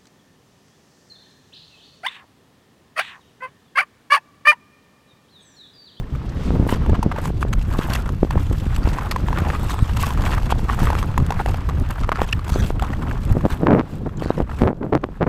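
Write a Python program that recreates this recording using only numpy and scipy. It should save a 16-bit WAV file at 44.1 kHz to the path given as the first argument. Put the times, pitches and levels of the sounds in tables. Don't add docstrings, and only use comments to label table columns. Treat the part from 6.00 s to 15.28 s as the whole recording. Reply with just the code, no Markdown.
import sys
import numpy as np
from scipy import signal
from scipy.fft import rfft, irfft, next_fast_len
from scipy.io import wavfile
from scipy.ndimage import uniform_filter1d, map_coordinates

SR = 44100
rng = np.random.default_rng(int(sys.argv[2]) if len(sys.argv) > 2 else 0)


def output_pcm(signal):
    pcm = np.clip(np.atleast_2d(signal).T, -1, 1) * 32767
    wavfile.write(sys.argv[1], SR, np.round(pcm).astype(np.int16))


N = 409248

# time in seconds, grind in dB, hiss in dB.
COASTING = [(0, -50, -59.5), (.7, -41, -52), (1.1, -47, -71), (1.37, -56, -55), (1.6, -45.5, -53.5),
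            (1.8, -35, -48), (2.22, -50.5, -56), (2.5, -44.5, -48), (2.75, -42.5, -50), (3.25, -42, -51.5),
            (4.2, -36, -45), (4.62, -42, -51), (5.4, -39.5, -51), (6.2, -42, -52.5), (6.75, -45, -57),
            (7.3, -40, -49), (8.0, -52, -62), (8.58, -49, -60), (8.75, -62, -66.5), (9.28, -48.5, -64)]
# start and hold in seconds, grind in dB, hiss in dB.
BLADE_PUSHES = [(0.694, 0.04, -36, -43.5), (1.169, 0.022, -31, -48), (1.233, 0.06, -40.5, -44.5),
                (1.73, 0.14, -38, -48), (1.919, 0.074, -30, -40.5), (2.333, 0.062, -39.5, -65),
                (2.858, 0.21, -35.5, -47), (3.363, 0.19, -33, -48.5), (3.618, 0.11, -42, -43.5),
                (4.002, 0.077, -40, -43), (4.251, 0.1, -30.5, -47), (4.428, 0.038, -42, -46),
                (4.7, 0.044, -29, -43.5), (4.75, 0.17, -32.5, -41.5), (4.979, 0.018, -30.5, -42),
                (5.372, 0.032, -30.5, -44), (5.48, 0.0056, -31.5, -45), (6.205, 0.019, -29, -44),
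                (6.477, 0.22, -53, -46), (6.827, 0.06, -37.5, -51), (7.017, 0.096, -39, -55),
                (7.492, 0.043, -40, -45), (7.898, 0.062, -65, -50.5), (8.222, 0.099, -38.5, -51),
                (8.342, 0.063, -45.5, -51), (8.533, 0.012, -42, -53), (8.602, 0.021, -35.5, -45.5)]
# pitch in Hz, width in Hz, level in dB.
BLADE_MODES = [(2710, 190, -1.5), (3310, 230, -5.5), (4520, 86, -5.5), (6500, 250, -15), (7800, 250, -7.5),
               (11530, 2600, 0.5)]
# start and length in seconds, level in dB,
# main, second and third pitch in Hz, base resonance width in Hz.
EDGE_SQUEAKS = [(0.29, 0.0046, -39, 4240, 1800, 4900, 250), (0.69, 0.046, -40, 2900, 2000, 3400, 220),
                (0.723, 0.024, -33.5, 1100, 1700, 3100, 220), (0.942, 0.016, -38, 1080, 1510, 3030, 200),
                (1.114, 0.0086, -35.5, 1450, 2480, 3200, 300),
                (1.527, 0.0074, -24.5, 1460, 2100, 6160, 250), (1.804, 0.062, -43, 1070, 1780, 2670, 170),
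                (1.932, 0.0054, -27, 4500, 3460, 8950, 250), (1.953, 0.008, -27, 1810, 2580, 3300, 250),
                (2.829, 0.011, -36, 1250, 1930, 4460, 220), (2.986, 0.0082, -31.5, 1450, 1900, 950, 220),
                (3.11, 0.011, -23, 1330, 1860, 4250, 250), (3.551, 0.016, -35.5, 1270, 1640, 2480, 200),
                (3.583, 0.28, -43, 1170, 3440, 7650, 250), (3.705, 0.016, -33, 3760, 6200, 7900, 300),
                (3.964, 0.009, -30.5, 1910, 3120, 1100, 300), (4.031, 0.013, -33.5, 1870, 2680, 3920, 350),
                (4.318, 0.03, -28, 1060, 1640, 2520, 190), (4.498, 0.03, -33.5, 2620, 1700, 3170, 300),
                (4.684, 0.047, -35.5, 1200, 1880, 2900, 200), (4.864, 0.005, -31.5, 3280, 1900, 2600, 300),
                (6.026, 0.022, -31.5, 1290, 1170, 1880, 199), (6.148, 0.025, -31.5, 1360, 1630, 1110, 200),
                (6.219, 0.014, -36, 1150, 850, 1750, 250), (6.286, 0.0076, -33, 2600, 3100, 5800, 200),
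                (6.3245, 0.005, -19, 2650, 1650, 3220, 550), (6.512, 0.076, -38, 1300, 6050, 3360, 220),
                (6.537, 0.014, -31, 1280, 4450, 6060, 220), (6.59, 0.021, -32.5, 1700, 3470, 5900, 220),
                (6.622, 0.027, -34.5, 1430, 3220, 2600, 220), (7.497, 0.03, -35, 1640, 2330, 3770, 220),
                (8.17, 0.0056, -44, 7100, 6400, 4300, 300), (8.194, 0.0062, -39, 3170, 4700, 6700, 500),
                (8.225, 0.025, -41, 1900, 2390, 4230, 280), (8.227, 0.033, -49, 4450, 6700, 8000, 400),
                (8.263, 0.052, -44, 1560, 2480, 3830, 250), (8.366, 0.023, -46, 1890, 2700, 5300, 250)]
# start and length in seconds, level in dB, pitch in Hz.
EDGE_JUDDERS = [(0.691, 0.012, -19.5, 937), (1.028, 0.0086, -13.5, 950), (1.118, 0.01, -21, 990),
                (1.428, 0.0046, -21, 1710), (3.305, 0.0033, -20, 825), (6.3273, 0.0064, -9, 2550),
                (9.037, 0.0055, -18, 1090)]
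# start and length in seconds, rasp before its trim in dB, spray in dB.
EDGE_BITES = [(0.689, 0.009, -22.5, -36), (0.944, 0.018, -30.5, -52), (1.028, 0.0075, -35, -33),
              (1.114, 0.012, -21, -47), (1.407, 0.028, -38, -41.5), (1.53, 0.0084, -26, -34),
              (1.934, 0.0055, -31, -24.5), (1.949, 0.01, -23.5, -29), (2.057, 0.0085, -30, -44),
              (2.306, 0.0058, -23, -38), (2.525, 0.009, -38, -39.5), (2.761, 0.0057, -31, -29.5),
              (3.111, 0.0073, -27, -25.5), (3.384, 0.0051, -20, -30.5), (3.968, 0.008, -27, -32),
              (4.001, 0.019, -53, -31.5), (4.066, 0.004, -27, -27), (4.379, 0.0068, -24.5, -38),
              (4.502, 0.022, -31, -36), (5.903, 0.013, -26, -41.5), (5.959, 0.0047, -28, -55),
              (5.98, 0.0075, -26.5, -56), (6.117, 0.013, -19, -43), (6.273, 0.014, -43, -43),
              (6.326, 0.0058, -34, -31.5), (6.444, 0.008, -38, -41.5), (6.491, 0.014, -32, -34),
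              (6.929, 0.012, -28, -48), (8.493, 0.0092, -29, -54), (8.512, 0.0076, -28.5, -53)]
# start in seconds, knock in dB, pitch in Hz,
# time to fade by 60 dB in seconds, crack before its trim in dB.
BLADE_STRIKES = [(0.7218, -17.5, 990, 0.037, -48), (0.8624, -19, 910, 0.021, -42),
                 (0.8966, -23, 890, 0.053, -38.5), (1.1614, -21, 880, 0.03, -44),
                 (1.186, -9, 714, 0.0064, -36), (1.2557, -12.5, 1010, 0.011, -34),
                 (1.428, -3.5, 1190, 0.0079, -44), (2.0911, -5, 1130, 0.0051, -34),
                 (2.308, -15.5, 990, 0.015, -31.5), (2.9855, -11.5, 1040, 0.024, -38),
                 (3.0102, -17, 1000, 0.013, -52), (3.1616, -7.5, 1030, 0.021, -33),
                 (3.285, -11.5, 950, 0.016, -37), (3.3292, -8, 980, 0.011, -37),
                 (3.502, -4.5, 1590, 0.0038, -41), (3.5505, -19, 1235, 0.06, -41),
                 (3.705, -18, 1170, 0.025, -37), (3.79, -14, 1030, 0.012, -34),
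                 (4.034, -13.5, 1120, 0.05, -39), (4.1056, -15.5, 1030, 0.02, -33),
                 (4.4317, -17, 810, 0.0086, -44), (4.5239, -0.5, 880, 0.0095, -55),
                 (4.5929, -18, 870, 0.015, -44), (4.691, -12, 1100, 0.025, -45),
                 (4.6981, -8.5, 1065, 0.014, -45), (4.831, -14, 860, 0.015, -31),
                 (4.8713, -3.5, 1190, 0.008, -39), (4.9028, -3.5, 920, 0.0095, -29.5),
                 (4.9301, -12.5, 850, 0.015, -34), (4.9521, -7, 1220, 0.0082, -37),
                 (4.9852, -16, 1180, 0.012, -38), (5.0278, -11.5, 1120, 0.012, -30.5),
                 (5.1779, -2, 1010, 0.012, -25.5), (5.3057, -8, 800, 0.018, -26.5),
                 (5.322, -10.5, 1000, 0.018, -31), (5.4605, -6, 750, 0.0099, -30.5),
                 (5.486, -14, 785, 0.013, -35), (5.5434, -14.5, 750, 0.017, -33),
                 (5.69, -14.5, 1080, 0.017, -36), (6.0918, 0, 1040, 0.0045, -33),
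                 (6.1183, -0.5, 1280, 0.0076, -33), (6.2175, 4, 840, 0.0054, -33),
                 (6.3303, -15.5, 1830, 0.022, -37), (6.796, -15.5, 1340, 0.012, -36),
                 (6.823, -9, 765, 0.017, -31), (7.1122, -16.5, 1640, 0.014, -42)]
# start in seconds, level in dB.
SPLINTERS = [(1.737, -37), (1.846, -44), (2.002, -37), (2.022, -40), (2.122, -41), (3.7038, -35),
             (3.713, -38), (4.028, -19.5), (4.136, -33), (4.855, -34), (5.784, -43), (5.799, -37),
             (5.2648, -31), (5.889, -37), (5.908, -28), (6.311, -39), (6.68, -36), (7.252, -35),
             (7.325, -32.5)]

# time in seconds, rumble in dB, flutter before its trim in dB.
AIRFLOW = [(0, -22, -32), (.35, -27, -34), (.53, -18, -26.5), (1.3, -24, -31), (1.62, -15, -33),
           (1.9, -24.5, -33.5), (2.2, -19, -33.5), (2.6, -18, -32.5), (3.1, -23, -33), (3.4, -20, -28),
           (3.7, -22, -36), (4.3, -19, -31.5), (5.1, -20.5, -31.5), (6.35, -21.5, -36), (6.9, -23.5, -31),
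           (7.35, -23, -31), (7.9, -30.5, -33.5), (8.55, -26, -31), (8.8, -36, -32.5), (9.28, -32.5, -44.5)]
# start and hold in seconds, level in dB.
SWIRLS = [(.135, 0.046, -30), (.46, 0.046, -19.5), (.69, 0.043, -30), (.89, 0.044, -16), (1.27, 0.014, -15),
          (1.52, 0.036, -23.5), (2.33, 0.067, -20), (3.24, 0.076, -24.5), (3.47, 0.045, -19.5),
          (4.04, 0.039, -23), (4.17, 0.049, -21), (4.82, 0.095, -18), (5.19, 0.029, -14.5),
          (5.47, 0.033, -19), (5.78, 0.041, -17), (6.0, 0.05, -20.5), (6.6, 0.048, -16.5),
          (6.82, 0.012, -15.5), (7.3, 0.028, -16.5), (7.43, 0.02, -14), (7.52, 0.02, -19),
          (8.4, 0.037, -21), (8.62, 0.056, -22)]
# start and hold in seconds, drop in dB.
WIND_LULLS = [(0.055, 0.061, 7), (0.187, 0.05, 3.5), (1.001, 0.016, 8), (1.592, 0.078, 5.5),
              (2.165, 0.051, 3.5), (2.26, .04, 7), (2.542, 0.033, 2.5), (3.514, 0.017, 10), (3.862, .03, 4),
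              (4.026, 0.082, 2.5), (5.319, 0.028, 7), (5.546, 0.03, 4.5), (5.842, .045, 4.5),
              (5.934, 0.067, 6), (6.16, 0.032, 6), (6.252, 0.044, 4), (6.842, 0.022, 6), (7.481, .014, 11),
              (7.556, 0.018, 4), (7.854, 0.047, 6), (8.094, 0.05, 3), (8.328, 0.018, 5), (8.451, 0.04, 5),
              (8.722, 0.023, 8)]
# start and hold in seconds, force in dB.
HEAD_GUSTS = [(.55, 0.014, -19.5), (1.045, 0.027, -25.5), (6.55, 0.1, -27.5), (7.35, 0.025, -22),
              (7.445, 0.012, -17), (7.61, 0.042, -22.5), (7.667, 0.083, -11), (7.75, 0.054, -15),
              (8.062, 0.011, -17), (8.38, 0.039, -20), (8.614, 0.073, -16.5), (8.69, 0.023, -18.5),
              (8.815, 0.037, -21), (8.926, 0.044, -16), (9.038, 0.0016, -19.5), (9.212, 0.029, -14.5),
              (9.27, 0.0097, -11.5)]
# time in seconds, peak before the port dulls it
# in dB, sharpness in Hz, back-swing in Hz.
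LONE_EDDIES = [(0.138, -14.5, 90, 109), (0.506, -6, 980, 128), (0.598, -2, 180, 180),
               (0.627, -13, 500, 400), (0.667, -9, 500, 240), (0.726, -4.5, 600, 250),
               (0.8954, -6.5, 450, 240), (0.92, -4, 120, 75), (0.932, -7, 181, 550),
               (0.9923, -7.5, 250, 130), (1.0631, -1, 183, 183), (1.304, -13, 300, 350),
               (1.451, -12, 250, 550), (1.7904, -5, 250, 320), (1.8998, -10.5, 121, 131),
               (2.231, 2, 262, 450), (2.249, -12, 300, 398), (2.357, -9, 350, 420),
               (2.513, -11.5, 250, 350), (2.666, -10.5, 180, 150), (2.787, -9, 70, 80),
               (2.852, -4.5, 60, 74), (2.8738, -6.5, 700, 180), (3.42, -5, 180, 181), (3.826, -1, 89.5, 98),
               (5.2099, -9, 120, 170), (5.225, -3.5, 120, 75), (6.522, -7, 90, 75), (6.5597, -6, 496, 405),
               (6.705, -8, 1000, 418), (7.3156, -5, 120, 55), (7.369, -5.5, 180, 550),
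               (7.4531, 0.5, 1190, 300), (7.4626, -3, 714, 240), (7.6331, -3, 494, 240),
               (7.6396, -9, 450, 260), (7.67, 1, 1330, 686), (7.708, -1.5, 1390, 298),
               (7.731, -0.5, 1200, 180), (7.7356, -1, 1200, 180), (7.7617, -7, 600, 350),
               (7.7888, -9, 1400, 240), (7.795, -4.5, 2420, 300), (7.811, -8.5, 1000, 550),
               (8.223, -9, 600, 400), (8.26, -10.5, 200, 550), (8.305, 1, 704, 450), (8.38, -9, 605, 300),
               (8.4033, -1.5, 780, 250), (8.619, 1.5, 1410, 158), (8.636, 0, 1390, 128),
               (8.668, -16, 1010, 400), (8.675, -5, 1480, 590), (8.6805, -3.5, 1190, 397),
               (8.73, -14, 500, 400), (8.8315, -15.5, 1380, 597), (8.865, -16, 600, 400),
               (8.9282, -4.5, 1180, 400), (8.935, -4, 1410, 322), (8.952, 1.5, 2700, 400),
               (8.976, -13, 1630, 400), (9.0411, -4.5, 2340, 293), (9.049, -17, 400, 300),
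               (9.089, -20, 500, 400), (9.211, -6.5, 600, 400), (9.217, -6, 700, 400),
               (9.222, -4, 900, 300), (9.229, -5, 1700, 600)]
# pops per second, relative dB, sharpness in Hz, back-swing in Hz.
EDDY_CROWDS = [(189.6, -0.5, 590, 230), (130.5, -1.5, 900, 370), (73.4, -5, 2900, 1030)]
# time in seconds, level in dB.
AIR_RUSH = [(0, -59), (.17, -51), (.32, -50), (.46, -41.5), (.56, -47.5), (1.05, -48), (1.6, -55.5),
            (3.3, -47.5), (5.3, -50), (7.2, -55), (7.9, -55.5), (8.75, -67), (9.28, -61)]

# frequency in Hz, relative level in dB.
GRIND_EQ = [(150, -8), (400, -2.5), (700, -3), (1100, 0.5), (1600, -3.5), (2200, -14.5), (3200, -21.5),
            (5000, -33), (10000, -64)]
HISS_EQ = [(1000, 2), (2500, 5), (3600, 2.5), (5200, -1), (8200, -5), (9300, -14), (11500, -14),
           (13500, -16), (15500, -25)]
POWDER_EQ = [(5000, -11), (7900, -0.5), (9500, -4), (11300, -2), (13500, -3), (15500, -6)]
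RASP_EQ = [(300, -21), (700, 11), (1200, 13.5), (1800, 6), (2600, -7), (4000, -19), (9000, -50)]
RUMBLE_EQ = [(10, -16), (25, -1), (45, -1.5), (80, -2.5), (120, -8.5), (200, -19.5), (400, -51),
             (900, -104)]
FLUTTER_EQ = [(50, -21), (100, 0.5), (150, 1.5), (230, -3), (350, -9), (600, -18.5), (1200, -30),
              (4000, -61.5)]
CHURN_EQ = [(60, 15), (200, 11), (500, 5), (1300, -8), (2200, -22), (4000, -60)]
SOFT_AIR_EQ = [(500, 1.5), (1400, 1.5), (3500, -3), (6000, -12), (10000, -43)]
BRIGHT_AIR_EQ = [(1000, -1), (3000, 0), (6000, -6.5), (9000, -13), (13000, -29)]

GUST_ATTACK_S, GUST_RELEASE_S = 0.009, 0.0074


def glide(uneven_db=2.04, chatter_db=1.77, powder_db=-8, smear_db=-2):
    grind_db, hiss_db = blade_levels()
    load_db = uneven_db * wobble(50) + chatter_db * wobble(200)
    smear = coloured(chips(rate=110, spread_db=2.5, smooth=0.63), GRIND_EQ)
    crush = amp(smear_db) * smear + crunch() / np.sqrt(2)
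    spray = steel(chips(rate=130, spread_db=19.5, smooth=0.77), ring=0.63)
    powder = coloured(chips(rate=190, spread_db=27, smooth=0.92, crumble_s=0.0011), POWDER_EQ)
    cutting = np.clip(hiss_db + 54, -12, 8)
    sizzle = spray + amp(powder_db + 0.17 * cutting) * powder
    grind = amp(grind_db + load_db + 1.3 * wobble(70)) * crush
    hiss = amp(hiss_db + 0.58 * load_db + 2 * wobble(18)) * sizzle
    return grind + hiss


def blade_levels(attack_s=0.038, release_s=0.024):
    grind_db, hiss_db = curves(COASTING)
    digs = swells([(s, hold, db) for s, hold, db, _ in BLADE_PUSHES], attack_s, release_s)
    sprays = swells([(s, hold, db) for s, hold, _, db in BLADE_PUSHES], attack_s, release_s)
    return 20 * np.log10(np.hypot(amp(grind_db), digs)), 20 * np.log10(np.hypot(amp(hiss_db), sprays))


def chips(rate, spread_db, smooth, crumble_s=0.0026):
    snaps = (rng.random(N) < rate / SR) * amp(spread_db * (2 * rng.random(N) - 1))
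    energy = signal.lfilter([1], [1, -np.exp(-1 / (crumble_s * SR))], snaps ** 2)
    return np.sqrt(energy / np.mean(energy) + smooth ** 2) * contact_noise(depth_db=2)


def crunch(rate=380, centre_hz=1550, pitch_spread=0.72, decay_cycles=0.79, spread_db=8, tilt_db=-5):
    when, size, pitch = rng.uniform(-1, 1, (int(rate * N / SR), 3)).T[:, :, None]
    t = np.arange(SR // 60) / SR
    cycles = centre_hz * np.exp(pitch_spread * pitch) * t
    ring = cycles * np.exp(-cycles / decay_cycles) * np.sin(2 * np.pi * cycles)
    grains = amp(spread_db * size + tilt_db * pitch) * ring
    positions = (np.abs(when) * N).astype(int) + np.arange(len(t))
    return unit(np.bincount(positions.ravel(), grains.ravel(), N)[:N])


def contact_noise(depth_db):
    spectrum = signal.stft(rng.standard_normal(N), nperseg=256)[2]
    patches = uniform_filter1d(rng.standard_normal(spectrum.shape), size=3, axis=0)
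    patches = uniform_filter1d(patches, size=7, axis=1)
    return signal.istft(spectrum * amp(depth_db * unit(patches)), nperseg=256)[1][:N]


def steel(friction, ring):
    def response(hz):
        return 1 + ring * sum(amp(db) * resonance(hz, pitch, width) for pitch, width, db in BLADE_MODES)
    return coloured(filtered(friction, response), HISS_EQ)


def squeaks(mode_db=(0, -7.5, -9), slip_hz=110, slip_db=20, soften_hz=8500, drift=0.055, fade_s=0.0048):
    out, t = np.zeros(N), np.arange(SR // 3) / SR
    for s, length, db, *pitches, width_hz in EDGE_SQUEAKS:
        def body(hz):
            modes = sum(amp(level) * resonance(hz, pitch, width_hz + 0.0011 * pitch)
                        for pitch, level in zip(pitches, mode_db))
            return modes / np.hypot(1, (hz / soften_hz) ** 2)
        slips = np.cumsum(slip_hz * np.exp(0.31 * wobble(60, size=len(t)))) / SR
        friction = amp(-slip_db * (slips % 1)) * rng.standard_normal(len(t))
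        waver = drift * wobble(55, size=len(t)) * np.clip(t / 0.0217, 0, 1)
        squeak = np.interp(np.cumsum(1 + waver) / SR, t, unit(filtered(friction, body)))
        pressure = np.clip(t / fade_s, 0, 1) * np.clip((length - t) / fade_s + 1, 0, 1)
        add(out, s, amp(db) * pressure * squeak)
    return out


def judders(upper_ratio=2.07, upper_db=-18, waver=0.047):
    out, t = np.zeros(N), np.arange(SR // 20) / SR
    for s, length, db, hz in EDGE_JUDDERS:
        swing = np.sin(np.pi * np.clip(t / length, 0, 1) ** 0.49) ** 2
        phase = 2 * np.pi * hz * np.cumsum(1 + waver * wobble(660, size=len(t))) / SR
        ring = np.sin(phase) + amp(upper_db) * np.sin(upper_ratio * phase)
        add(out, s, amp(db) * swing * ring)
    return out


def scrapes(rasp_trim_db=-1, rise_s=0.00066, fall_s=0.0024):
    t = np.arange(SR // 8) / SR
    rasp, spray = np.zeros(N), np.zeros(N)
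    for s, length, rasp_db, spray_db in EDGE_BITES:
        bite = (1 - np.exp(-t / rise_s)) * np.exp(-np.maximum(t - length + fall_s, 0) / fall_s)
        add(rasp, s, amp(rasp_db + rasp_trim_db) * bite)
        add(spray, s, amp(spray_db) * bite)
    shaving = chips(rate=720, spread_db=23, smooth=2.4)
    flying_chips = shaving + 2 * np.gradient(shaving)
    return rasp * coloured(shaving, RASP_EQ) + spray * steel(flying_chips, ring=2.4)


def clacks(crack_trim_db=5, crack_t60=0.017, attack_s=0.00027, upper_db=-8, thud_db=-12):
    t = np.arange(SR // 12) / SR
    knocks, cracks = np.zeros(N), np.zeros(N)
    onset = 1 - np.exp(-t / attack_s)
    blows = BLADE_STRIKES + bumps()
    detunes = 2 * rng.random((len(blows), 2)) - 1
    for (s, knock_db, hz, t60, crack_db), detune in zip(blows, detunes):
        upper_hz, thud_hz = hz + 600 + 220 * detune[0], 520 + 100 * detune[1]
        modes = [(hz, 0, t60), (upper_hz, upper_db, 0.57 * t60), (thud_hz, thud_db, 0.012)]
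        ring = sum(amp(db - 60 * t / life) * np.sin(2 * np.pi * pitch * t) for pitch, db, life in modes)
        add(knocks, s, -amp(knock_db) * onset * ring)
        add(cracks, s, amp(crack_db + crack_trim_db - 60 * t / crack_t60) * onset)
    rattle = 1 + 0.22 * wobble(2500)
    return knocks * rattle + cracks * steel(contact_noise(depth_db=3.5), ring=2.4)


def bumps(rate=3.2, over_grind_db=18, spread_db=8, centre_hz=1180, pitch_spread=0.083, t60=0.014):
    count = int(rate * N / SR)
    when, size, pitch = rng.random((count, 3)).T
    times, grind_db, _ = np.transpose(COASTING)
    starts = when * N / SR
    knock_db = np.interp(starts, times, grind_db) + over_grind_db + spread_db * (2 * size - 1)
    hz = centre_hz * np.exp(pitch_spread * (2 * pitch - 1))
    crack_db = knock_db - 22
    return list(zip(starts, knock_db, hz, np.full(count, t60), crack_db))


def ticks(t60=0.012):
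    snaps, t = np.zeros(N), np.arange(SR // 25) / SR
    for s, db in SPLINTERS:
        add(snaps, s, amp(db - 60 * t / t60))
    return snaps * steel(np.diff(rng.standard_normal(N + 1)), ring=1.9)


def wind(flutter_trim_db=2, lump_db=5, lull_fade_s=0.009):
    rumble_db, flutter_db = curves(AIRFLOW)
    lull_db = sum(db * envelope(s, hold, lull_fade_s, lull_fade_s) for s, hold, db in WIND_LULLS)
    flow_db = 0.65 * surge(18) - lull_db
    heave = swells(SWIRLS, attack_s=0.0095, release_s=0.011)
    stir = amp(-11) * heave + amp(-7) * swells(HEAD_GUSTS, GUST_ATTACK_S, GUST_RELEASE_S)
    deep = coloured(rng.standard_normal(N), RUMBLE_EQ)
    deep /= np.sqrt(uniform_filter1d(uniform_filter1d(deep ** 2, size=3000), size=3000))
    lumpy = unit(amp(lump_db * surge(60)) * coloured(rng.standard_normal(N), FLUTTER_EQ))
    rumble = np.hypot(amp(rumble_db + flow_db + 2.5 * surge(22)), heave) * deep
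    flutter = np.hypot(amp(flutter_db + flutter_trim_db + flow_db), stir) * lumpy
    return rumble + flutter


def eddy(sharp_hz, swing_hz, blunt=0.071):
    t = (np.arange(4096) - 2048) / SR
    suction = np.exp(-np.hypot(2 * np.pi * sharp_hz * t, blunt))
    pop = filtered(suction, lambda hz: resonance(hz, swing_hz, 1.57 * swing_hz))
    return -pop / np.max(np.abs(pop))


def wind_pops(port_hz=6000):
    pops = np.zeros(N)
    for s, db, sharp_hz, swing_hz in LONE_EDDIES:
        pop = eddy(sharp_hz, swing_hz)
        add(pops, s - len(pop) / 2 / SR, amp(db) * pop)
    return filtered(pops, lambda hz: 1 / np.hypot(1, (hz / port_hz) ** 2))


def gust_sputter(trim_db=-3, spread_db=5, churn_gain=0.34, top_hz=2150, dull_hz=900, crisp_at_db=-15):
    pops = np.zeros(N)
    for rate, db, sharp_hz, swing_hz in EDDY_CROWDS:
        count = int(rate * N / SR)
        jitter, size = rng.random((count, 2)).T
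        arrivals = ((np.arange(count) + jitter) * SR / rate).astype(int)
        crowd = np.bincount(arrivals, amp(db + spread_db * (2 * size - 1)), N)[:N]
        pops += signal.fftconvolve(crowd, eddy(sharp_hz, swing_hz), "same")
    pops = unit(filtered(pops, lambda hz: 1 / np.hypot(1, (hz / top_hz) ** 4)))
    crisp = unit(pops + churn_gain * coloured(rng.standard_normal(N), CHURN_EQ))
    dull = unit(filtered(crisp, lambda hz: 1 / (1 + (hz / dull_hz) ** 2)))
    force = swells(HEAD_GUSTS, GUST_ATTACK_S, GUST_RELEASE_S)
    crispness = np.clip(force / amp(crisp_at_db), 0, 1)
    return amp(trim_db) * force * (crispness * crisp + (1 - crispness) * dull)


def air():
    level_db, = curves(AIR_RUSH)
    soft = coloured(rng.standard_normal(N), SOFT_AIR_EQ)
    bright = coloured(rng.standard_normal(N), BRIGHT_AIR_EQ)
    brightness = np.clip((level_db + 50.5) / 16, 0, 1)
    return amp(level_db) * (np.sqrt(1 - brightness) * soft + np.sqrt(brightness) * bright)


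def amp(db):
    return 10 ** (np.asarray(db) / 20)


def unit(x):
    return x / np.sqrt(np.mean(x ** 2) + 1e-20)


def curves(rows):
    times, *columns = np.transpose(rows)
    return [np.interp(np.arange(N) / SR, times, column) for column in columns]


def wobble(rate, size=N):
    knots = rng.standard_normal(int(size * rate / SR) + 4)
    return map_coordinates(knots, [np.arange(size) * rate / SR])


def surge(rate):
    curve = wobble(rate)
    return np.minimum(curve, np.tanh(curve))


def envelope(s, hold, attack_s, release_s):
    t = np.arange(N) / SR - s
    return np.clip(1 + t / attack_s, 0, 1) * np.clip(1 - (t - hold) / (2 * release_s), 0, 1) ** 2


def swells(events, attack_s, release_s):
    return np.sqrt(sum((amp(db) * envelope(s, hold, attack_s, release_s)) ** 2 for s, hold, db in events))


def filtered(x, response):
    size = next_fast_len(len(x) + SR // 4)
    return irfft(rfft(x, size) * response(np.fft.rfftfreq(size, 1 / SR)), size)[:len(x)]


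def coloured(x, eq):
    points_hz, db = np.transpose(eq)
    return unit(filtered(x, lambda hz: amp(np.interp(np.log(hz + 1), np.log(points_hz), db))))


def resonance(hz, centre, width):
    return 1j * hz * width / (centre ** 2 - hz ** 2 + 1j * hz * width)


def add(track, s, sound):
    start = max(0, round(s * SR))
    part = track[start:start + len(sound)]
    part += sound[:len(part)]


def scene():
    skates = glide() + squeaks() + judders() + scrapes() + clacks() + ticks()
    return (skates + wind() + air() + wind_pops() + gust_sputter())[None]


def record(dry, hardness=6, top_hz=15600):
    rounded = dry[0] / (1 + np.abs(dry[0]) ** hardness) ** (1 / hardness)
    return filtered(rounded, lambda hz: hz < top_hz)[None]


dry = scene()
out = record(dry)
output_pcm(out)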